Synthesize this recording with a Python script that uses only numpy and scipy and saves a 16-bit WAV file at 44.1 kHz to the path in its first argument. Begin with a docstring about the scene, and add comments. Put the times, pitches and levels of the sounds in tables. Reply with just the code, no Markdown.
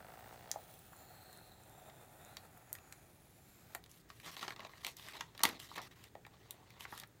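"""A desk in a quiet room with a low rumble, heard through one close microphone.
A small knife is drawn down the fold of an open book: stick-slip friction makes it judder at first,
then it scrapes and hisses through the paper fibres with a few ticks. The hand lifts, bends and drops
the page, which rustles as it slides and snaps as its creases give way."""
import sys
import numpy as np
from scipy import signal
from scipy.fft import rfft, irfft
from scipy.io import wavfile
from scipy.ndimage import uniform_filter1d

SR = 44100
rng = np.random.default_rng(int(sys.argv[2]) if len(sys.argv) > 2 else 0)


def int16_out(signal):
    """Quantize to a 16-bit WAV file."""
    q = np.round(np.clip(np.atleast_2d(signal).T, -1, 1) * 32767)
    wavfile.write(sys.argv[1], SR, q.astype(np.int16))


N = 317520


def gain_of(db):
    """Amplitude ratio of a level in decibels."""
    return 10 ** (np.asarray(db) / 20)


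def unit_rms(x):
    """Normalisation to unit mean power."""
    return x / np.sqrt(np.mean(x ** 2) + 1e-20)


def at_frequency(points, hz):
    """Interpolation on a logarithmic frequency axis."""
    f, value = np.transpose(points)
    return np.interp(np.log(hz + 1), np.log(f + 1), value)


def at_samples(rows):
    """Linear interpolation in time of each column after the first."""
    times, *columns = np.transpose(rows)
    return [np.interp(np.arange(N) / SR, times, column) for column in columns]


def coloured(x, gain):
    """Zero-phase filtering by a gain that is a function of frequency."""
    return irfft(rfft(x) * gain(np.fft.rfftfreq(len(x), 1 / SR)), len(x))


def patches(shape, bins, frames):
    """A correlated random field over frequency and time, rms 1: resonances that come and go."""
    field = rng.standard_normal(shape[::-1]).T
    for _ in range(2):
        field = uniform_filter1d(uniform_filter1d(field, bins, 0), frames, 1)
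    return unit_rms(field)


def wavering(spread_db, over_s):
    """Random amplitude modulation: a slowly varying log-normal gain."""
    return gain_of(spread_db * patches((1, N), bins=1, frames=max(round(over_s * SR / 2), 1))[0])


def friction_noise(spread_db, grain_s):
    """Friction noise: its strength jumps from grain to grain as fibres catch and let go."""
    jumps = uniform_filter1d(rng.standard_normal(N), max(round(grain_s * SR), 1))
    return unit_rms(rng.standard_normal(N) * gain_of(spread_db * unit_rms(jumps)))


# Background spectrum: f/Hz, relative density level/dB
AIR_SPECTRUM = [(16, -33.5), (28, -5.5), (124, 2.5), (228, -8.5), (378, -8), (506, -14), (735, -16),
                (933, -19.5), (1910, -19.5), (2850, -27), (3340, -24.5), (5830, -29.5), (6490, -26),
                (12300, -33.5), (16000, -25.5)]
def air():
    """Stationary coloured noise: room rumble and microphone hiss."""
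    noise = coloured(rng.standard_normal(N), lambda hz: gain_of(at_frequency(AIR_SPECTRUM, hz)))
    return gain_of(-64) * unit_rms(noise)


# Reverberation time of the room: f/Hz, T60/s
ROOM_DECAY = [(300, 0.45), (1000, 0.17), (5000, 0.11), (15000, 0.13)]
def room(x):
    """Reverberation: sparse reflections of random sign decay exponentially, each band at its own rate."""
    echoes = np.zeros(SR // 2)
    at = np.arange(150, len(echoes) - 8, 8)
    echoes[at + rng.integers(0, 8, len(at))] = rng.choice([-1., 1.], len(at))
    hz, t, spectrum = signal.stft(echoes, SR, nperseg=256)
    decay = gain_of(-60 * t / at_frequency(ROOM_DECAY, hz)[:, None])
    tail = signal.istft(spectrum * decay, SR, nperseg=256)[1]
    return gain_of(-10) * signal.oaconvolve(x, tail / np.linalg.norm(tail))[:N]


# Response of a bent page: f/Hz, relative level/dB
PAGE_SPECTRUM = [(88, -57.5), (150, 0.5), (303, 0), (398, 6), (504, -1.5), (689, 5.5), (1120, 3),
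                 (1500, -8), (1940, -0.5), (2400, -7), (3200, -7), (3900, -5.5), (4800, -9.5),
                 (15100, -7.5), (16000, -36)]
# Centres of its low, middle and high bands: f/Hz
PAGE_BANDS = (840, 3730, 8600)
def page_bands(x, ring_hz=2000., ring_db=0., treble_db_per_octave=0.):
    """Source-filter model: the page and one resonance colour x, split into three bands of rms 1."""
    def response(hz, band):
        resonance_db = ring_db / (1 + (3 * (hz / ring_hz - 1)) ** 2)
        treble_db = treble_db_per_octave * np.log2(1 + hz / 5000)
        share = np.interp(np.log(hz + 1), np.log(PAGE_BANDS), np.eye(3)[band]) ** 0.91
        return gain_of(at_frequency(PAGE_SPECTRUM, hz) + resonance_db + treble_db) * share
    return [unit_rms(coloured(x, lambda hz: response(hz, band))) for band in range(3)]


def band_levels(brightness, falloff_db):
    """Spectral tilt: levels in dB of the three bands; brightness -1 favours the low, +1 the high."""
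    return [-falloff_db * (band - brightness) ** 2 for band in (-1, 0, 1)]


# Strokes of the hand on the page: start t/s, end t/s, start level/dB, end level/dB, brightness
STROKES = [(3.894, 4.017, -67, -73.5, 0.62), (4.088, 4.239, -68, -69.5, 0.37),
           (4.232, 4.27, -57, -52.5, 0.0089), (4.269, 4.309, -50, -57, -0.037),
           (4.313, 4.357, -57, -57.5, 0.25), (4.362, 4.405, -60.5, -55, 0.14),
           (4.409, 4.438, -52, -48, -0.1), (4.426, 4.477, -52, -55.5, -0.26),
           (4.47, 4.541, -58, -62, -0.23), (4.56, 4.674, -68, -58, -0.55),
           (4.689, 4.825, -72.5, -63.5, 0.025), (4.829, 4.888, -59.5, -51, 0.021),
           (4.879, 4.965, -49.5, -82, 0.17), (4.966, 5.05, -60.5, -62.5, 0.18),
           (5.047, 5.127, -58, -58.5, -0.034), (5.133, 5.182, -56.5, -54.5, -0.25),
           (5.187, 5.352, -57, -77.5, -0.47), (5.343, 5.429, -73, -66.5, -0.096),
           (5.433, 5.605, -39.5, -71, -0.41), (5.594, 5.683, -55, -63, 0.2),
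           (5.687, 5.748, -62, -58.5, -0.038), (5.754, 5.771, -54.5, -52.5, 0.21),
           (5.774, 5.819, -49, -61, -0.75), (5.816, 5.88, -59.5, -62, -0.077),
           (5.911, 5.94, -60, -71, -0.21), (5.958, 6.087, -71, -67.5, 0.0052),
           (6.308, 6.791, -73, -70, -0.59), (6.795, 6.851, -60, -61, 0.29), (6.853, 6.92, -70, -63, -0.043),
           (6.916, 7.03, -60, -62, 0.049)]
def handling():
    """Envelopes of the hand's excitation: gain and brightness, nearly silent between strokes."""
    db, brightness = np.full(N, -100.), np.zeros(N)
    for start, end, start_db, end_db, bright in STROKES:
        span = slice(round(start * SR), round(end * SR))
        db[span] = np.linspace(start_db, end_db, span.stop - span.start)
        brightness[span] = bright
    return uniform_filter1d(gain_of(db), size=200), uniform_filter1d(brightness, size=200)


def rustle():
    """Sliding friction excites the page, whose hollows change their resonances as it bends."""
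    gain, brightness = handling()
    spectrum = signal.stft(friction_noise(spread_db=1.4, grain_s=0.0037), nperseg=256)[2]
    hollows = gain_of(2.4 * patches(spectrum.shape, bins=3, frames=10))
    bent = signal.istft(spectrum * hollows, nperseg=256)[1][:N]
    levels_db = band_levels(brightness, falloff_db=7)
    sound = sum(gain_of(db) * band for db, band in zip(levels_db, page_bands(bent)))
    return gain * wavering(spread_db=1.37, over_s=0.02) * sound  # the page slides in fits


def crackles(per_s=26, above_stroke_db=12.5):
    """A Poisson process of small snaps, each as strong as the hand's stroke allows."""
    gain, brightness = handling()
    waits, pitches, weaknesses = rng.random((300, 3)).T
    onsets = (STROKES[0][0] * SR + np.cumsum(-np.log(1 - waits)) * SR / per_s).astype(int)
    return snaps([(i / SR, 20 * np.log10(gain[i]) + above_stroke_db - 8 * weak,
                   brightness[i], 1200 * 4 ** pitch)
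                  for i, pitch, weak in zip(onsets, pitches, weaknesses) if i < N])


# Pitched taps of page and book: t/s, peak level/dB, f/Hz, T60/s
PAPER_TAPS = [(.515, -20.5, 5060, 0.0037), (0.557, -48, 1120, 0.011), (0.5592, -32.5, 800, 0.015),
              (.571, -51, 785, 0.007), (0.932, -46, 1430, 0.015), (2.3688, -34, 6960, .004),
              (2.9241, -44.5, 1690, .008), (3.749, -34.5, 1850, 0.006), (4.3675, -42, 3360, .007),
              (5.4364, -22, 1135, 0.032), (5.715, -40.5, 940, 0.019), (5.7914, -42, 1015, 0.018),
              (6.1533, -39, 750, .014), (6.251, -42, 1820, 0.012), (6.2665, -47, 800, 0.0067),
              (6.8527, -32.5, 1970, 0.0081), (6.9265, -42, 890, 0.013), (6.937, -42.5, 975, .016),
              (7.0003, -41, 3760, 0.0073)]
def taps(sag=0.039, mode_spacing=0.23, rise_cycles=1.2):
    """Damped free vibration: a soft blow rings two modes of a small patch, sagging in pitch."""
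    out, t = np.zeros(N + 2048), np.arange(2048) / SR
    draws = rng.uniform(-1, 1, (len(PAPER_TAPS), 2))
    for (start, peak_db, hz, t60), (side, offset) in zip(PAPER_TAPS, draws):
        phase = 2 * np.pi * hz * t * (1 + sag * (1 - t / t60))
        neighbour = 0.95 * np.sin((1 + mode_spacing * np.sign(side)) * phase + np.pi * offset)
        rise = np.sin(np.pi / 2 * np.minimum(hz * t / rise_cycles, 1)) ** 2
        sound = (np.sin(phase) + neighbour) * rise * gain_of(-60 * t / t60)
        out[round(start * SR):][:2048] += gain_of(peak_db) * sound / np.abs(sound).max()
    return out[:N]


# Blade ticks and page snaps: t/s, peak level of the strongest band/dB, brightness, f/Hz
PAPER_SNAPS = [(.515, -21.5, 1.16, 6500), (.7113, -49, 3, 14000), (.7402, -45, 1.5, 13500),
               (.7886, -59, 0.5, 7400), (.7915, -46, 1.5, 14000), (.9635, -50, 4, 7500),
               (.969, -49, 1.5, 9500), (1.3284, -45.5, 4, 8100), (1.3738, -43.5, 3, 7600),
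               (1.6357, -46.5, 3, 7700), (1.696, -46, 2, 4200), (1.8976, -51.5, 0, 900),
               (2.2488, -42, 2, 7360), (2.3688, -36, 0.3, 3700), (2.5755, -47, 4, 14200),
               (2.729, -24, 2, 13000), (2.7517, -42.5, 0.5, 1450), (2.7856, -50, 0.5, 2500),
               (2.9246, -38, 0.75, 6800), (3.7488, -25, 4, 1840), (3.7505, -40, -0.5, 720),
               (3.764, -53, 2.5, 1300), (3.8396, -47, 0.6, 3870), (3.8611, -51.5, 0.5, 830),
               (3.9145, -42.5, 6, 6400), (4.1018, -41.5, 0, 1300), (4.1999, -45, 0.36, 2290),
               (4.2874, -58, 2.5, 1500), (4.3667, -35, -0.04, 3260), (4.393, -41, 0, 4300),
               (4.4112, -42, -0.1, 3260), (4.4283, -32, -0.05, 1209), (4.4799, -31.5, -0.2, 1290),
               (4.5055, -35, -0.04, 1920), (4.5217, -41.5, 0, 1620), (4.562, -42.5, 0, 1120),
               (4.594, -43, -0.5, 1100), (4.6041, -38.5, 0.03, 1980), (4.5875, -53, -1, 1200),
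               (4.6265, -48, -5, 1500), (4.6488, -40.5, -0.3, 1088), (4.6714, -53, 3, 1140),
               (4.6937, -52.5, -0.5, 1160), (4.7351, -51, -0.5, 2040), (4.7965, -60, -5, 6340),
               (4.8473, -29, 0.5, 2930), (4.8613, -47, -0.9, 2830), (4.8663, -26.5, 0.5, 2900),
               (4.8876, -42.5, 0, 2755), (4.9165, -50, 1, 4000), (4.9683, -37, 2, 6000),
               (4.996, -44.5, 0, 3040), (5.0858, -36.5, 0.4, 1860), (5.2082, -30, 0, 1310),
               (5.3497, -46.5, -0.2, 1100), (5.3775, -41.5, 0.5, 4170), (5.393, -37, 0.3, 1860),
               (5.4045, -38, -0.25, 1490), (5.415, -42.5, 0, 9000), (5.4349, -13, 0.86, 4400),
               (5.4355, -20, 1, 14000), (5.4375, -17, 1.2, 4400), (5.4526, -15.5, 0.1, 2570),
               (5.4535, -24, 2, 11000), (5.4894, -33.5, 0.5, 1570), (5.5996, -40, 0.5, 4150),
               (5.7594, -37.5, 0, 1100), (5.7766, -39, -0.8, 1200), (5.7804, -32.5, 0.1, 1950),
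               (5.8168, -45, .5, 1092), (6.0397, -42, 0.9, 800), (6.152, -48.5, -0.1, 2000),
               (6.2496, -52.5, -0.2, 4500), (6.2653, -47.5, 0.25, 1980), (6.5082, -31.5, 0.94, 3800),
               (6.7044, -48.5, 0.5, 1993), (6.799, -53, 0, 1200), (6.8072, -36, 0.1, 3030),
               (6.8545, -47.5, -0.5, 900), (6.8955, -55, 6, 12000), (6.9175, -46, 5, 11000),
               (6.9245, -39.5, -1, 1620), (6.9505, -43, 1.5, 3500), (6.977, -36.5, 0.8, 2000),
               (6.9885, -40, 3, 8000), (6.9992, -32, 1.1, 3600), (7.028, -50, -1.5, 2000),
               (7.0348, -43, 0, 1930), (7.074, -51, 1.5, 13000)]
def snaps(rows):
    """Impulsive release: a crease gives way with a crack and a resonant burst; low bands are slower."""
    out, t = np.zeros(N + 4096), np.arange(4096) / SR
    rises_s, decay_scales = (.0016, .0006, .00031), (1.75, 1.12, .62)  # low, middle, high band
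    crack = 5 * (np.arange(4096) == 24)
    bursts = rng.standard_normal((300, 4096)) + crack
    for (start, peak_db, brightness, hz), burst in zip(rows, bursts):
        t60 = 0.016 * (1000 / hz) ** .28  # higher snaps die sooner
        falloff_db = max(11 - 0.075 * (peak_db + 50), 1)  # louder snaps are broader
        levels_db = band_levels(brightness, falloff_db)
        ring_db = 12 * min(hz / 1800, 1)  # lower snaps ring less
        bands = page_bands(burst, hz, ring_db, treble_db_per_octave=-0.5)
        for band, db, rise_s, scale in zip(bands, levels_db, rises_s, decay_scales):
            decay_db = -60 * t / (scale * t60)
            faint_tail = gain_of(-22 + 0.42 * decay_db)
            sound = band * (1 - np.exp(-t / rise_s)) * (gain_of(decay_db) + faint_tail)
            peak = gain_of(peak_db + db - max(levels_db))
            out[round(start * SR):][:4096] += peak * sound / np.abs(sound).max()
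    return out[:N]


# Modes of the book: f/Hz, bandwidth/Hz, level/dB
BOOK_MODES = [(380, 300, -9), (654, 90, -4.5), (741, 91, 1.5), (820, 110, -11), (1307, 330, 1),
              (1850, 280, -7), (2810, 140, -5.5), (4480, 410, -7)]
def book(force, modes=slice(None), damping_hz=0):
    """Modal superposition with dispersion: bending waves carry the low modes more slowly."""
    response = np.zeros(2000)
    for hz, width_hz, db in BOOK_MODES[modes]:
        travel_s = 0.09 / np.sqrt(hz)
        t = np.maximum(np.arange(2000) / SR - travel_s, 0)
        decay = np.exp(-np.pi * (width_hz + damping_hz) * t)
        response += gain_of(db) * decay * np.sin(2 * np.pi * hz * t)
    return signal.oaconvolve(force, response)[:N]


# Progress of the juddering blade: t/s, slips so far
SLIP_COUNT = [(.0038, 0), (.0646, 3), (.1716, 9), (.2572, 14), (.4573, 26), (.54, 31.1)]
def judder(level_db=-49.5, spread_db=.8, jitter_s=.0004):
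    """Stick-slip oscillation: the blade kicks the book about fifty, then sixty times a second."""
    slips = at_samples(SLIP_COUNT)[0]
    times = np.append(SLIP_COUNT[0][0], np.flatnonzero(np.diff(slips // 1)) / SR)
    lateness, strength = rng.standard_normal((len(times), 2)).T
    kicks = np.zeros(N)
    kicks[((times + jitter_s * lateness) * SR).astype(int)] = gain_of(level_db + spread_db * strength)
    return book(kicks, damping_hz=140)  # the pressing hand widens every mode


def drag(low_db, upper_db):
    """Forced vibration: the dragging blade shakes the book, less while it sticks."""
    slips = at_samples(SLIP_COUNT)[0]
    stuck = slips % 1 * (np.arange(N) < SLIP_COUNT[-1][0] * SR)  # rises from 0 to 1 between slips
    force = friction_noise(spread_db=1.6, grain_s=0.006) * gain_of(-12 * stuck)
    low = unit_rms(book(force, modes=slice(0, 4)))
    upper = unit_rms(book(force, modes=slice(4, 6)))
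    return gain_of(low_db) * low + gain_of(upper_db) * upper


# Spectrum of the edge in the paper: f/Hz, relative level/dB
EDGE_SPECTRUM = [(1180, -47), (2000, -1.5), (2960, -7), (4080, -3.5), (4700, -9), (6200, -6), (7510, -5),
                 (16000, -4)]
# Bands that swell, glide and fade: start t/s, end t/s, start f/Hz, end f/Hz, peak boost/dB
GLIDING_BANDS = [(1.7, 0.93, 4150, 4320, 18), (0.5, 3.9, 2740, 2400, 8), (-1, 2, 3450, 3210, 5),
                 (1, 0.61, 11300, 10900, 8), (0.9, 1.11, 7200, 7200, 12), (0.5, 1.7, 9200, 10400, 5),
                 (.9, 1.56, 5600, 10900, 6), (0, 1.6, 14900, 14600, 9), (1, 2.57, 7900, 7000, 10.5),
                 (1.5, 1.6, 4000, 4000, 6), (2.5, 2.18, 4400, 3700, 13), (1.5, 2.8, 8900, 10000, 6),
                 (-0.6, 2.1, 15400, 15000, 5), (0.9, 2.67, 3900, 3400, 10), (2.5, 2.85, 13000, 19000, 7),
                 (2.5, 3.1, 7000, 6770, 11), (2.9, 3.6, 9000, 10800, 9.5), (3, 3.9, 13000, 12500, 7),
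                 (3, 4.4, 12500, 13500, 5), (2.5, 3.8, 10700, 11500, 8.5), (3.2, 3.7, 7000, 7500, 7.5)]
def edge(scrape_db, hiss_db):
    """Filtered friction noise: the edge scrapes and fibres hiss, in bands that drift as the hand moves."""
    hz, t, spectrum = signal.stft(friction_noise(spread_db=1.85, grain_s=0.0011), SR, nperseg=512)
    hz, at = hz[:, None], np.minimum(t * SR, N - 1).astype(int)
    hiss_share = np.clip((hz - 5000) / 6000, 0, 1)
    shape_db = at_frequency(EDGE_SPECTRUM, hz) + (1 - hiss_share) * scrape_db[at]
    shape_db += hiss_share * hiss_db[at]
    shape_db += (.7 + 1.1 * hiss_share) * patches(spectrum.shape, bins=4, frames=45)
    for start, end, from_hz, to_hz, db in GLIDING_BANDS:
        progress = np.clip((t - start) / (end - start), 0, 1)
        centre_hz = from_hz + (to_hz - from_hz) * progress
        width_hz = 300 + .03 * centre_hz
        swell = np.sqrt(abs(np.sin(np.pi * progress)))
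        shape_db += db * swell / (1 + (2 * (hz - centre_hz) / width_hz) ** 4)
    return signal.istft(spectrum * gain_of(shape_db) * (hz > 2100), SR, nperseg=512)[1][:N]


# Course of the cut: t/s, low-mode level/dB, upper-mode level/dB, scrape level/dB, hiss level/dB
CUT_LEVELS = [(0, -58, -59.5, -63, -63.5), (.32, -58.5, -61, -58, -61.5), (.5, -56.5, -63, -58, -63),
              (.6, -67, -67.5, -59.5, -61), (.75, -66, -73, -59, -61), (.86, -73, -74, -61.5, -63),
              (.97, -64, -68.5, -63, -61), (1.25, -65.5, -66.5, -62.5, -61.5),
              (1.55, -68, -72.5, -67.5, -65), (1.87, -62, -69, -64, -62), (2.1, -65.5, -70.5, -65.5, -61.5),
              (2.27, -63, -65, -62, -60), (2.52, -67.5, -71, -67, -63.5), (2.75, -65.5, -67.5, -63, -66),
              (2.95, -72, -70.5, -65.5, -65), (3.2, -73.5, -86, -68, -68.5),
              (3.55, -78.5, -75.5, -62.5, -66), (3.76, -68, -69, -59, -63)]
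def cut():
    """Sliding friction of the knife: edge noise and drag add, until the blade leaves the paper."""
    low_db, upper_db, scrape_db, hiss_db = at_samples(CUT_LEVELS)
    sound = edge(scrape_db, hiss_db) + drag(low_db, upper_db)
    spurts = wavering(spread_db=1.1, over_s=0.04)  # the blade advances unevenly
    in_paper = np.arange(N) < CUT_LEVELS[-1][0] * SR
    return sound * spurts * in_paper


def scene():
    """Linear superposition of the sources; only snaps, crackles and taps reverberate."""
    transients = snaps(PAPER_SNAPS) + crackles() + taps()
    return (judder() + transients + room(transients) + cut() + rustle() + air())[None]


def record(dry):
    """Band limiting: the small microphone drops the deepest bass, and a low-pass ends the treble."""
    thin = signal.sosfilt(signal.butter(2, 42, "high", fs=SR, output="sos"), dry)
    low_pass = signal.firwin(511, 16000, window=("kaiser", 9), fs=SR)
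    return signal.oaconvolve(thin, low_pass[None], "same")


dry = scene()
out = record(dry)
int16_out(out)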